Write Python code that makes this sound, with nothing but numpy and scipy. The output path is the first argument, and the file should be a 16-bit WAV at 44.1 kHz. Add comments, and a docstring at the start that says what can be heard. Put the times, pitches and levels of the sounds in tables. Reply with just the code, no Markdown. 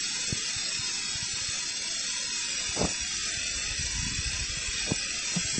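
"""Water under pressure sprays from a leaking pipe joint onto ice in a yard. The jet is turbulent noise,
coloured by the resonances of the gap and by narrow hollows; narrow streaks in the hiss fade out and return,
impulses tick where drops strike, and short tone bursts prickle near 8 kHz. Damped oscillators give a few near
knocks and a hollow bump; short muffled noise swells around them. One light gust rumbles on the microphone as
lumpy low noise, over the quiet air of the yard."""
import sys
import numpy as np
from scipy import signal
from scipy.fft import rfft, irfft
from scipy.io import wavfile
from scipy.ndimage import uniform_filter1d

SR = 44100
rng = np.random.default_rng(int(sys.argv[2]) if len(sys.argv) > 2 else 0)


def generate_wav(signal):
    """Clip the signal to [-1, 1] and save it as 16-bit WAV at the path in sys.argv[1]."""
    frames = np.transpose(np.atleast_2d(signal))
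    scaled = np.clip(frames, -1, 1) * 32767
    pcm = np.round(scaled).astype(np.int16)
    wavfile.write(sys.argv[1], SR, pcm)


N = 246519
TIME = np.arange(N) / SR

# strength of the jet, followed by hiss and prickle: (t/s, relative level/dB)
JET_STRENGTH = [(0.0, -32), (0.35, -32), (1.35, -33), (1.53, -32), (1.75, -34), (1.98, -32), (2.25, -33.5),
                (2.47, -31.5), (2.75, -32), (3.08, -33), (3.3, -32), (4.05, -33), (4.4, -32.5), (4.65, -34),
                (4.78, -31.5), (5.0, -33), (5.5, -31)]


def gain_of(db):
    """Decibel law: amplitude gain is ten to the power dB / 20."""
    return 10 ** (np.asarray(db) / 20)


def evened(x):
    """Normalisation by the mean square: scales to rms 1."""
    return x / np.sqrt(np.mean(x ** 2) + 1e-20)


def read(points, hz):
    """Linear interpolation of a spectrum on a log-frequency axis."""
    f, value = np.transpose(points)
    return np.interp(np.log(hz + 1), np.log(f + 1), value)


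def add(mix, s, sound):
    """Superposition: adds a sound to the mix from time s on."""
    part = mix[round(s * SR):][:len(sound)]
    part += sound[:len(part)]


def coloured(points):
    """Spectral shaping: steady white noise weighted by a spectrum, rms 1."""
    spectrum = rfft(rng.standard_normal(N))
    weight = gain_of(read(points, np.fft.rfftfreq(N, 1 / SR)))
    return evened(irfft(spectrum * weight, N))


def drift(shape, *spans):
    """Correlated noise: Gaussian smoothing over the given steps along each axis, rms 1."""
    z = np.fft.fftn(rng.standard_normal(shape))
    axes = np.ix_(*[np.fft.fftfreq(n) for n in shape])
    for f, span in zip(axes, spans):
        z = z * np.exp(-(np.pi * f * span) ** 2 / 2)
    return evened(np.fft.ifftn(z).real)


def bell(hz, centre, width):
    """Gaussian curve of height 1 with the given full width at half height."""
    return .5 ** ((2 * (hz - centre) / width) ** 2)


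def turbulence(sputter_db=-1.25, sputter_s=0.0012, drops_per_s=260, drop_db=8, spread_db=1.5):
    """Jet break-up: a rush that sputters quickly, with random impulses where drops strike the ice."""
    rush = rng.standard_normal(N) * gain_of(sputter_db * drift((N,), sputter_s * SR))
    sizes = gain_of(drop_db + spread_db * np.minimum(rng.exponential(1, N), 4))
    signs = rng.choice([-1, 1], N)
    strikes = rng.random(N) < drops_per_s / SR
    return rush + sizes * signs * strikes


def flicker(hz, t, width_hz, hold_s):
    """Independent modulation by band: each strip of the spectrum wavers on its own, rms 1 overall."""
    strip = (hz / width_hz).astype(int)
    return drift((strip[-1] + 1, len(t)), 0, hold_s / t[1])[strip]


def shimmer(hz, t, hollow_db):
    """Random spectral fading: narrow streaks come and go, most often in the hollows."""
    # how readily streaks fade: (f/Hz, lean; 0 = half of the time, lower = more rarely)
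    streaky = [(200, -2.5), (480, 0.05), (750, 0.15), (1100, 0.0), (1500, -1.0), (2500, -0.7), (3400, -.45),
               (4400, -0.15), (5200, -0.15), (5750, -0.5), (6500, 0.0), (7200, 0.05), (7900, -0.8)]
    # share of the flicker that comes in wide patches: (f/Hz, share 0-1)
    patchy = [(1150, 0.76), (1500, 0.01)]
    streak_depth_db, edge, hollow_lean_per_db = 45, .16, .085  # depth before the evening below

    streaks = flicker(hz, t, width_hz=52, hold_s=.11)
    patches = flicker(hz, t, width_hz=150, hold_s=.06)
    wide = np.clip(read(patchy, hz), 0, 1)[:, None]
    lean = read(streaky, hz)[:, None] - hollow_lean_per_db * hollow_db
    chance = np.sqrt(1 - wide) * streaks + np.sqrt(wide) * patches
    faded = .5 + .5 * np.tanh((chance + lean) / edge)
    power = gain_of(-streak_depth_db * faded) ** 2
    # as one streak fades, its neighbours take over
    power = power / (uniform_filter1d(power, size=71, axis=0) + 0.025)
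    # over time the resonances keep their colour
    return np.sqrt(power / (power.mean(axis=1, keepdims=True) + 0.14))


def jet(size=4096):
    """Resonance: the gap colours turbulence, with narrow hollows in the hiss; both change in a shift."""
    # broad hiss of the spray: (f/Hz, relative density/dB)
    spray = [(400, -17.5), (700, -20), (1050, -15), (1350, -14), (2300, -10), (2900, -14.5), (3200, -9),
             (4400, -7.5), (6500, -7.0), (7300, -13.5), (8100, -22), (8500, -18), (8750, -36.5)]
    # resonances of gap and pipe: (f/Hz, width/Hz, relative level before shift/dB, after it/dB)
    resonances = [(1600, 79, -13.5, -9), (1940, 165, -13, -8.5), (2544, 238, -6.5, -2.5),
                  (2855, 110, -9, -7), (3287, 166, -6.0, -5.5), (3743, 310, -7, -7.5),
                  (3980, 110, -8.5, -7.5), (4300, 160, -5.0, -13), (4760, 200, -9, -10),
                  (4870, 71, -5.5, -2.5), (5127, 146, -2.5, -2.5), (5530, 220, -5.5, -15),
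                  (5725, 136, -5, 0), (5914, 200, -5.5, -2.5), (6195, 75, -0.5, -10), (6680, 91, -7, -7),
                  (6877, 32, -6, -17), (7165, 97, -7.5, -4.5), (7460, 153, -3.5, -4), (7765, 240, -8, -8.5),
                  (7950, 34, -5.5, -9)]
    # narrow hollows in the hiss: (f/Hz, width/Hz, change before shift/dB, after it/dB)
    hollows = [(845, 82, -7.5, -6.5), (1123, 87, -17, -14), (2118, 37, -7.5, -10.5), (2390, 30, -23, 2),
               (3167, 148, -12, -8), (3792, 83, -7.5, -10.5), (3910, 214, -10, -9.5), (4300, 52, -1.5, 1),
               (4830, 55, -31.5, -19.5), (5354, 19, -2, -5), (5970, 89, -22.5, -3.5), (6006, 76, -4.5, -7),
               (6280, 68, -9, 0), (6450, 110, -5, -7), (6840, 47, -9, -18.5), (7130, 12, -8, -3),
               (7330, 92, -13, -26), (7670, 55, -5.5, 2.5)]
    # course of the treble, used about its mean: (t/s, level/dB)
    treble = [(0, -5.5), (2.8, -2), (3.1, -8), (5.2, -6), (5.449, 0)]
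    # midway the jet shifts in the gap and its colour changes
    shift_s, shift_takes_s = 2.45, 0.23

    overlap = size - size // 4
    hz, t, z = signal.stft(turbulence(), SR, nperseg=size, noverlap=overlap)
    f = hz[:, None]
    level_db = np.interp(t, *np.transpose(JET_STRENGTH))
    top_db = np.interp(t, *np.transpose(treble))
    shifted = .5 + .5 * np.tanh((t - shift_s) / shift_takes_s)

    power = gain_of(read(spray, f)) ** 2
    power = power + sum(gain_of(a + (b - a) * shifted) ** 2 * bell(f, centre, width)
                        for centre, width, a, b in resonances)
    hollow_db = sum((a + (b - a) * shifted) * bell(f, centre, width)
                    for centre, width, a, b in hollows)
    treble_share = read([(6100, 0.22), (6800, 0.69)], f)
    tilt_db = treble_share * (top_db - top_db.mean())
    colour = np.sqrt(power) * gain_of(hollow_db + tilt_db) * shimmer(hz, t, hollow_db)
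    colour = colour / np.linalg.norm(colour, axis=0)  # colour alone: the level follows the strength
    hiss = signal.istft(z * colour, SR, nperseg=size, noverlap=overlap)[1][:N]
    return evened(hiss) * gain_of(np.interp(TIME, t, level_db))


def prickle(count=12):
    """Random impulse excitation: short high tone bursts at random moments, a fine prickle near 8 kHz."""
    centre_hz, spread_hz, half_s = 7947, 120, 0.0016  # half length to 1/e
    bursts_per_s, size_spread_db, below_jet_db = 200, 1.5, -12

    t = np.arange(-256, 257) / SR
    sizes = gain_of(size_spread_db * np.minimum(rng.exponential(1, N), 4))
    impulses = sizes * (rng.random(N) < bursts_per_s / SR)
    kind, out = rng.integers(0, count, N), np.zeros(N)
    for k, hz in enumerate(centre_hz + spread_hz * np.linspace(-1, 1, count)):
        burst = np.exp(-(t / half_s) ** 2) * np.sin(2 * np.pi * hz * t)
        out += signal.oaconvolve(impulses * (kind == k), burst, "same")
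    return evened(out) * gain_of(below_jet_db + np.interp(TIME, *np.transpose(JET_STRENGTH)))


def yard_air(level_db=-55.5):
    """Stationary ambient noise: the quiet air of the yard, mostly low."""
    # (f/Hz, relative density/dB)
    air_spectrum = [(20, 3.5), (60, -13.5), (120, -6.5), (180, 4.5), (300, 0), (400, -5.5), (500, -52.5),
                    (1200, -47.5)]
    return gain_of(level_db) * coloured(air_spectrum)


def wind(calm_db=-69, after_db=-54, lump_db=4.0, flutter_lump_db=3):
    """Turbulent pressure: a gust buffets the microphone, flutters and leaves the air a little restless."""
    # (f/Hz, relative density/dB)
    buffet = [(15, -11), (35, 5.5), (58, 11), (110, -1), (170, -6), (300, -24.5), (450, -46.5), (600, -57),
              (1500, -80)]
    # higher flutter near the height of the gust: (f/Hz, relative density/dB)
    flutter = [(50, -15), (110, 0), (190, 0), (280, -7), (380, -25), (560, -63)]
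    # eddies that slap the microphone: (t/s, peak level/dB, f/Hz)
    eddies = [(3.371, -34, 75.6), (3.706, -31, 46), (3.793, -29.5, 74), (3.808, -30, 90), (3.99, -28.5, 58),
              (4.027, -26, 85), (4.0645, -25, 137), (4.132, -33, 66), (4.184, -25.5, 73.6),
              (4.271, -31, 88.5), (4.494, -32, 52), (4.571, -34, 111), (4.68, -30, 46.3)]
    gust_s, gust_peak_db, rise_db_per_s, fall_db_per_s = 4.12, -36, 15.5, 17.5
    flutter_s, flutter_half_s, flutter_db = 4.09, 0.1, -41
    contact_cycles, ring_cycles = 0.53, 1.7

    since = TIME - gust_s
    gust_db = gust_peak_db - np.maximum(-since * rise_db_per_s, since * fall_db_per_s)
    floor_db = np.where(since < 0, calm_db, after_db)
    lumpy = drift((N,), .02 * SR)
    rumble = evened(coloured(buffet) * gain_of(lump_db * lumpy))
    out = gain_of(np.maximum(gust_db, floor_db)) * rumble
    height = np.exp(-((TIME - flutter_s) / flutter_half_s) ** 2)
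    out += gain_of(flutter_db) * height * evened(coloured(flutter) * gain_of(flutter_lump_db * lumpy))
    for s, peak_db, hz in eddies:
        add(out, s, knock(peak_db, contact_cycles / hz, hz, ring_cycles / hz))
    return out


def muffled_swells(grain_db=2.5, grain_s=0.0038):
    """Low-pass filtering and amplitude modulation: short, grainy, muffled noise swells around the knocks."""
    # (f/Hz, relative density/dB)
    swell_spectrum = [(40, -18), (110, 1), (200, 0), (480, -2), (780, -4), (1050, -10.5), (1400, -14),
                      (2500, -40), (5000, -61)]
    # (t of the loudest moment/s, level before muffling/dB, half length to 1/e/s, low-pass f/Hz)
    swells = [(0.303, -45, 0.025, 750), (0.357, -47, 0.033, 600), (2.779, -32.5, 0.017, 1800),
              (2.81, -30.5, 0.015, 2200), (2.834, -30.5, 0.015, 2200), (2.853, -31.5, 0.0055, 1800),
              (2.886, -38, 0.037, 750), (4.885, -35.5, 0.018, 700), (4.912, -28, 0.005, 900),
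              (4.939, -39, 0.017, 800), (5.364, -39.5, 0.031, 1100), (5.545, -37, 0.023, 220)]
    noise = evened(coloured(swell_spectrum) * gain_of(grain_db * drift((N,), grain_s * SR)))
    out = np.zeros(N)
    for s, db, half_s, hz in swells:
        muffled = signal.lfilter(*signal.butter(2, hz, fs=SR), noise)
        out += gain_of(db) * np.exp(-((TIME - s) / half_s) ** 2) * muffled
    return out


def knock(peak_db, contact_s, hz, t60):
    """Forced damped oscillator: a soft push drives a body; a shorter contact sounds brighter."""
    t = np.arange(SR // 5) / SR
    push = np.sin(np.pi * np.minimum(t / contact_s, 1)) ** 2
    swing = np.sin(2 * np.pi * hz * t) * gain_of(-60 * t / t60)
    pressure = -np.gradient(signal.fftconvolve(push, swing)[:len(t)])
    return gain_of(peak_db) * pressure / abs(pressure).max()


def bump(level_db, rise_s=0.011, hz=174.7, t60=0.095):
    """Single-mode resonance: a hollow body swells into its one low note and dies away."""
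    t = np.arange(SR // 5) / SR
    rise = np.minimum(t / rise_s, 1)
    decay = gain_of(-60 * t / t60)
    return -gain_of(level_db) * rise * decay * np.sin(2 * np.pi * hz * t)


def knocks():
    """Contact-time law: harder blows touch more briefly and sound brighter; a hollow bump joins them."""
    # dull knocks: (t/s, peak level/dB, f/Hz)
    blows = [(0.3255, -19, 112), (0.561, -34.5, 100), (0.791, -33, 112), (1.152, -32.5, 116),
             (1.225, -32, 121), (1.334, -36.5, 110), (1.414, -37, 120), (1.485, -34.5, 105),
             (2.688, -35, 81), (2.8097, -17, 300), (2.815, -13.5, 640), (2.8292, -25, 170),
             (2.8345, -23.5, 55), (2.8411, -29, 220), (2.8481, -21, 180), (2.8515, -34, 260),
             (4.9182, -14, 167), (5.447, -31.5, 90), (5.5808, -20, 186)]
    # hollow bump that rings on: (t/s, level before rise and decay/dB)
    bumps = [(5.3608, -13.5)]
    # contact is shortest from hard_db up and doubles for every doubling_db below it
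    hard_db, hard_contact_s, doubling_db = -15, 0.0017, 9
    ring_cycles = 3  # swings until the body has decayed by 60 dB

    out = np.zeros(N)
    for s, peak_db, hz in blows:
        contact_s = hard_contact_s * 2 ** (max(hard_db - peak_db, 0) / doubling_db)
        add(out, s, knock(peak_db, contact_s, hz, ring_cycles / hz))
    for s, level_db in bumps:
        add(out, s, bump(level_db))
    return out


def scene():
    """Superposition of the leak, the yard's air, the near knocks, the muffled swells and the wind."""
    leak = gain_of(0.3) * jet() + prickle()
    return (leak + yard_air() + knocks() + muffled_swells() + wind())[None]


def record(dry):
    """Band limitation: a linear-phase low-pass removes everything well above its edge."""
    low_pass = signal.firwin(401, 8850, window=("kaiser", 9), fs=SR)  # edge in Hz
    return signal.oaconvolve(dry, low_pass[None], "same")


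dry = scene()
out = record(dry)
generate_wav(out)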